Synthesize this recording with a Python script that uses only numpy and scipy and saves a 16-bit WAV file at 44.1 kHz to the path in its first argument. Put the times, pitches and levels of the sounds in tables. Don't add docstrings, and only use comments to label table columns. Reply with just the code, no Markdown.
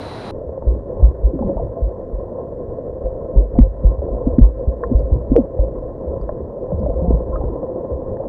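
import sys
import numpy as np
from scipy import signal
from scipy.fft import rfft, irfft
from scipy.io import wavfile
from scipy.ndimage import uniform_filter1d

SR = 44100
rng = np.random.default_rng(int(sys.argv[2]) if len(sys.argv) > 2 else 0)


def natural_amplitude(level_db):
    exponent = np.asarray(level_db, float) / 20
    return 10 ** exponent


def master_out(mix):
    frames = np.transpose(np.atleast_2d(mix))
    ceiling = np.clip(frames, -1, 1)
    pcm = np.round(ceiling * 32767).astype(np.int16)
    wavfile.write(sys.argv[1], SR, pcm)


N = 365456
DIVE_S, END_S = 0.3102, 8.287

# [f/Hz, density/dB]
WEIR_SPECTRUM = [(12, -68), (20, -21.5), (104, -1), (145, -10), (239, -7.5), (374, -9), (418, -8),
                 (618, -9), (3030, -33.5), (4000, -29.5), (8030, -54), (9500, -47.5), (15700, -73)]
# [f/Hz, width/Hz, lift/dB]
PORT_MODES = [(4020, 250, 8), (9140, 830, 8)]
# [f/Hz, density/dB]
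WATER_SPECTRUM = [(12, -44.5), (20, -12), (66, -14), (268, -13.5), (442, -7.5), (508, -4.5), (618, -8.5),
                  (672, -13), (772, -22.5), (1050, -26), (1170, -39.5), (1730, -49), (3110, -83),
                  (10900, -79), (15700, -94)]
# [f/Hz, width/Hz, lift/dB]
HOUSING_MODES = [(522, 83, 8), (669, 24, 6), (1054, 74, 6.5), (1305, 33, 7.5), (1850, 310, 6.5)]
# [t/s, level/dB]
FLOW_STRENGTH = [(0.32, -29.5), (0.5, -30.5), (1.25, -30.5), (1.47, -27.5), (1.96, -32.5), (2.38, -28.5),
                 (3.09, -32), (3.64, -30.5), (4.06, -29), (4.22, -25.5), (4.44, -30.5), (5.88, -29),
                 (6.42, -31.5), (6.99, -26), (7.19, -27.5), (8.28, -28)]
FLOW_EDGES_HZ = [125, 420, 800, 1160]
# [level over the flow/dB, share of its changes/1, churn/dB, ducking/dB]
FLOW_BANDS = [
    (-4.5, .5, 40, 10),
    (-3, 1, 6.5, 14),
    (-1.5, 0.8, 5.6, 16),
    (-18.5, 1.3, 13, 26),
]
# [t/s, peak level/dB, f/Hz, t60/s]
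PLINKS = [
    (4.5955, -68, 4710, 0.015),
    (4.8743, -68.5, 4570, 0.015),
    (4.9907, -54.5, 4590, 0.015),
    (6.2123, -58, 4600, 0.015),
    (6.797, -59, 4740, 0.012),
]
# [t/s, peak level/dB, f/Hz, t60/s, brightness/dB]
TICKS = [
    (0.623, -28.5, 905, 0.037, -34),
    (1.39, -34.5, 1042, 0.095, -38),
    (4.836, -17.5, 1055, 0.044, -9.5),
    (6.213, -37, 1060, 0.037, -21),
    (6.291, -28, 1044, 0.033, -13),
    (7.358, -29.5, 1263, 0.04, -31),
    (8.169, -31.5, 875, 0.028, -14.5),
]
# [t/s, peak level/dB, start f/Hz, end f/Hz, t60/s]
GURGLES = [(1.332, -16, 398, 250, 0.066), (1.34, -20, 156.5, 150, 0.068), (1.345, -17.5, 278, 256.5, 0.16),
           (1.404, -15, 252.7, 200.5, 0.13), (1.421, -23.5, 862, 792, 0.045),
           (1.44, -19.5, 192.2, 200.6, 0.45), (1.49, -16, 330, 300, 0.04), (1.575, -29, 920, 915, 0.091),
           (3.364, -33, 950, 960, 0.039), (3.55, -24, 707, 684, 0.17), (5.37, -9, 419.3, 162.3, 0.15),
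           (5.385, -12, 302.6, 207.7, .1), (6.80, -20.5, 227, 168, 0.22), (6.88, -23.5, 300, 258, 0.11),
           (7.02, -16.5, 160, 187, 0.3), (7.045, -27, 720, 690, 0.33), (7.10, -23, 696, 647, 0.092),
           (7.325, -29, 1046, 1060, 0.21), (7.354, -33, 1188, 1280, 0.068), (7.41, -25, 804, 765, 0.061)]
# [t/s, peak level/dB, f/Hz]
RINGS = [(1.39, -16, 566), (1.596, -16, 670), (2.785, -20, 540), (4.019, -15.5, 560), (4.086, -12.5, 532),
         (4.147, -17.5, 543), (4.595, -17.5, 535), (4.83, -12, 478), (5.363, 1.8, 469), (5.379, -6, 535),
         (5.59, -17, 566), (5.823, -21, 522), (6.862, -11.5, 592), (7.359, -20, 520), (7.631, -12, 522),
         (7.686, -20.5, 537), (7.759, -15, 518), (8.201, -14.5, 547)]
# [t/s, peak level/dB, f/Hz]
SHORT_RINGS = [(0.493, -15, 471), (0.577, -15, 528), (1.569, -14, 620), (2.011, -22, 520),
               (4.216, -21.5, 510), (5.356, -7.5, 500), (6.292, -11.5, 604), (6.72, -9.5, 549),
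               (7.105, -8, 419), (7.718, -23.5, 424), (8.019, -15, 505)]
# [t/s, peak level/dB, f/Hz]
LONG_RINGS = [
    (1.492, -9.5, 552),
    (1.768, -21.5, 663),
    (3.189, -18, 547),
]
# [t/s, peak level/dB, f/Hz, t60/s]
KNOCKS = [(1.025, -21.5, 151.8, 0.086), (3.358, -12, 125.3, 0.08), (3.586, 1, 242.4, 0.07),
          (3.837, -19, 176, 0.07), (4.022, -24.5, 420, 0.07), (4.057, -21.5, 232, 0.054),
          (4.268, -7.5, 267.8, 0.064), (4.383, 0, 244.8, 0.07), (4.68, -22, 215.7, 0.064),
          (4.914, -9, 251.8, 0.078), (5.316, -3.5, 267, 0.052), (6.722, -16.5, 178.6, 0.12),
          (7.079, -9.5, 181, 0.036), (7.104, -10, 245, 0.035), (7.14, -13.5, 151.7, 0.08)]
# [t/s, peak level/dB, f/Hz]
MORE_SURGES = [(0.463, -23, 67.8), (1.381, -23.5, 69.5), (1.43, -22.5, 56.4), (2.121, -15.5, 44.3),
               (2.886, -27.5, 62.4), (3.52, -19.5, 52.1), (3.709, -23, 54.3), (3.977, -15, 63.2),
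               (4.309, -17.5, 70.9), (4.768, -36.5, 54.7), (4.852, -18.5, 55), (5.749, -20.5, 44.6),
               (6.064, -18.5, 65.7), (6.207, -20, 48.4), (6.399, -23.5, 70.4), (6.729, -14, 72.7),
               (6.768, -19, 69.9), (6.819, -14, 57.4), (7.008, -18, 67), (7.279, -17, 61), (7.328, -16.5, 46.7),
               (7.388, -22.5, 64.4), (7.909, -16.5, 62.8)]
# [t/s, peak level/dB, f/Hz, length of the push/s, swings until died away/1]
SURGES = [(0.666, -3, 54.7, 0.011, 8.3), (1.023, 3, 53.86, 0.01, 10), (1.233, -2.5, 51, 0.018, 7),
          (1.556, -15.5, 44.6, 0.012, 9.5), (1.813, -8.5, 50.8, 0.024, 8.5),
          (3.039, -13.5, 46.4, 0.01, 8.5), (3.359, 0, 46.15, 0.015, 7.5), (3.601, 4.5, 46.2, 0.017, 3.8),
          (3.841, -1, 46.4, 0.015, 8.5), (4.104, -13.5, 48.2, 0.014, 9.8),
          (4.251, -13.5, 46.35, 0.015, 8.1), (4.406, 3.5, 46.53, 0.015, 8), (4.67, -5.5, 55.4, 0.0068, 6.5),
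          (4.943, -2.5, 50.7, 0.0073, 8.2), (5.03, -11.5, 55, 0.0087, 6.5), (5.115, -3, 54.65, 0.0064, 6),
          (5.293, -9.5, 44.95, 0.0096, 12), (5.586, -4.5, 46.7, 0.0099, 9), (6.883, -12.5, 54.9, 0.01, 10),
          (6.943, -15, 60.6, 0.015, 13), (7.073, -8.5, 54, 0.0072, 10), (7.123, -4.5, 49.8, 0.006, 8),
          (7.448, -16.5, 48.4, 0.014, 12)]
IMAGES_DB = [-61, -67.5, -69.5, -72]


def colour(x, points, modes):
    hz = np.maximum(np.fft.rfftfreq(len(x), 1 / SR), 1)
    points_hz, points_db = np.transpose(points)
    db = np.interp(np.log(hz), np.log(points_hz), points_db)
    for centre, width, lift_db in modes:
        db = db + lift_db / (1 + (2 * (hz - centre) / width) ** 2)
    y = irfft(rfft(x) * natural_amplitude(db), len(x))
    return y / y.std()


def split(x, edges):
    hz = np.fft.rfftfreq(len(x), 1 / SR)
    below = [0] + [1 / (1 + (hz / e) ** 10) for e in edges] + [1]
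    spectrum = rfft(x)
    bands = [irfft(spectrum * (b - a), len(x)) for a, b in zip(below, below[1:])]
    return [b / b.std() for b in bands]


def walk(rate):
    hold = int(SR / rate)
    steps = np.repeat(rng.standard_normal(N // hold + 1), hold)
    return 1.34 * uniform_filter1d(uniform_filter1d(steps, hold), hold)[:N]


def add(out, s, db, hz, end_hz, t60, rise, chance):
    t = np.arange(int(min(t60, 0.45) * SR)) / SR
    turns = np.cumsum(end_hz + (hz - end_hz) * np.exp(-5.5 * t / t60)) / SR
    partner = 1.25 + 0.039 * chance[1]
    swing = np.sin(2 * np.pi * turns) + 0.15 * np.sin(2 * np.pi * turns * partner)
    swing *= (1 - np.exp(-t / rise)) ** 2 * np.exp(-np.log(1000) * t / t60)
    start = int(s * SR)
    swing = swing[:N - start]
    out[start:start + len(swing)] += np.sign(chance[0]) * natural_amplitude(db) * swing / np.abs(swing).max()


def blows(s, db, hz, end_hz, t60, rise):
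    out = np.zeros(N)
    chances = rng.standard_normal((len(s), 2))
    rows = zip(*np.broadcast_arrays(s, db, hz, end_hz, np.maximum(t60, 0.008), rise))
    for row, chance in zip(rows, chances):
        add(out, *row, chance)
    return out


def weir():
    level = natural_amplitude(-29 + 0.69 * walk(16))
    return level * colour(rng.standard_normal(N), WEIR_SPECTRUM, PORT_MODES)


def flow(blown):
    s, db = np.transpose(FLOW_STRENGTH)
    change = np.interp(np.arange(N) / SR, s, db) - db.mean()
    force = np.abs(blown)
    churn = uniform_filter1d(force, int(0.1 * SR))
    keep = np.exp(-1 / (0.046 * SR))
    duck = np.roll(signal.lfilter([1 - keep], [1, -keep], force), int(0.081 * SR))
    eddies = rng.standard_normal(N) * natural_amplitude(1.5 * walk(90))
    *bands, fizz = split(colour(eddies, WATER_SPECTRUM, HOUSING_MODES), FLOW_EDGES_HZ)
    swell = 0.6 * walk(3)
    flicker_db = [2.3, 1.6, 1.9, 2.2]
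    out = natural_amplitude(-61.5) * fizz
    for band, (up_db, share, churn_db, duck_db), flicker in zip(bands, FLOW_BANDS, flicker_db):
        level_db = db.mean() + up_db + share * change + swell + flicker * walk(12)
        out += band * natural_amplitude(level_db + churn_db * churn - duck_db * duck)
    return out


def plinks():
    s, db, hz, t60 = np.transpose(PLINKS)
    return blows(s, db - 1.0, hz, 1.04 * hz, t60, rise=0.0014)


def ticks():
    s, db, hz, t60, bright_db = np.transpose(TICKS)
    snap = blows(s - 0.001, db + bright_db, 1400.0, 1900.0, 0.3 * t60, rise=0.0012)
    ring = blows(s - 0.001, db - 1.5, hz, hz, t60, rise=0.00046)
    return ring + snap


def bubbles():
    kinds = (RINGS, 0.065), (SHORT_RINGS, 0.031), (LONG_RINGS, 0.17)
    rows = sorted((*row, t60) for table, t60 in kinds for row in table)
    s, db, hz, t60 = np.transpose(rows)
    rings = blows(s - 0.0012, db - 2.5, hz, 1.01 * hz, t60, rise=0.001)
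    return rings + blows(*np.transpose(GURGLES), rise=0.0025)


def knocks():
    s, db, hz, t60 = np.transpose(KNOCKS)
    panel = blows(s - 0.001, db - 0.5, 1.03 * hz, 0.96 * hz, 0.7 * t60, rise=0.0035)
    hull = blows(s, db - 10.5, 150.0, 120.0, t60, rise=0.0041)
    return panel + hull


def thumps():
    more_surges = [(*row, 0.012, 12) for row in MORE_SURGES]  # push/s, swings
    s, db, hz, push, cycles = np.transpose(sorted([tuple(row) for row in SURGES] + more_surges))
    slap = blows(s - 0.002, db - 15, 125.0, 70.0, 0.065, rise=0.0062)
    sway = blows(s + 0.046, db - 23.5, 1.08 * hz, 1.08 * hz, 0.57, rise=0.018)
    push = np.maximum(push, 0.003)
    swing = blows(s + 0.0013, db - 0.78, 0.97 * hz, 1.1 * hz, cycles / hz, push)
    return swing + slap + sway


def scene():
    wall = signal.butter(12, 2000, fs=SR, output="sos")
    blown = signal.sosfilt(wall, thumps() + knocks() + bubbles() + ticks())
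    under = flow(blown) + blown + plinks()
    return np.where(np.arange(N) < DIVE_S * SR, weir(), under)[None]


def low_pass(x):
    return signal.sosfilt(signal.butter(12, 15840, fs=SR, output="sos"), x)


def record(dry):
    t = np.arange(N) / SR
    hiss = natural_amplitude(-92) * signal.lfilter([1, 2, 1], [1, -0.7], rng.standard_normal(N))
    x = np.clip(dry, -1, 1) + hiss
    beat_hz = 48000 - SR
    ripple = sum(natural_amplitude(db) * np.cos(2 * np.pi * (k + 1) * beat_hz * t) for k, db in enumerate(IMAGES_DB))
    grit = natural_amplitude(-72) * signal.lfilter([1, 1], [1, -0.3], rng.standard_normal(N))
    x = x + np.where(t > DIVE_S, x * (ripple + grit), 0)
    return low_pass(x * (t < END_S))


dry = scene()
out = record(dry)
master_out(out)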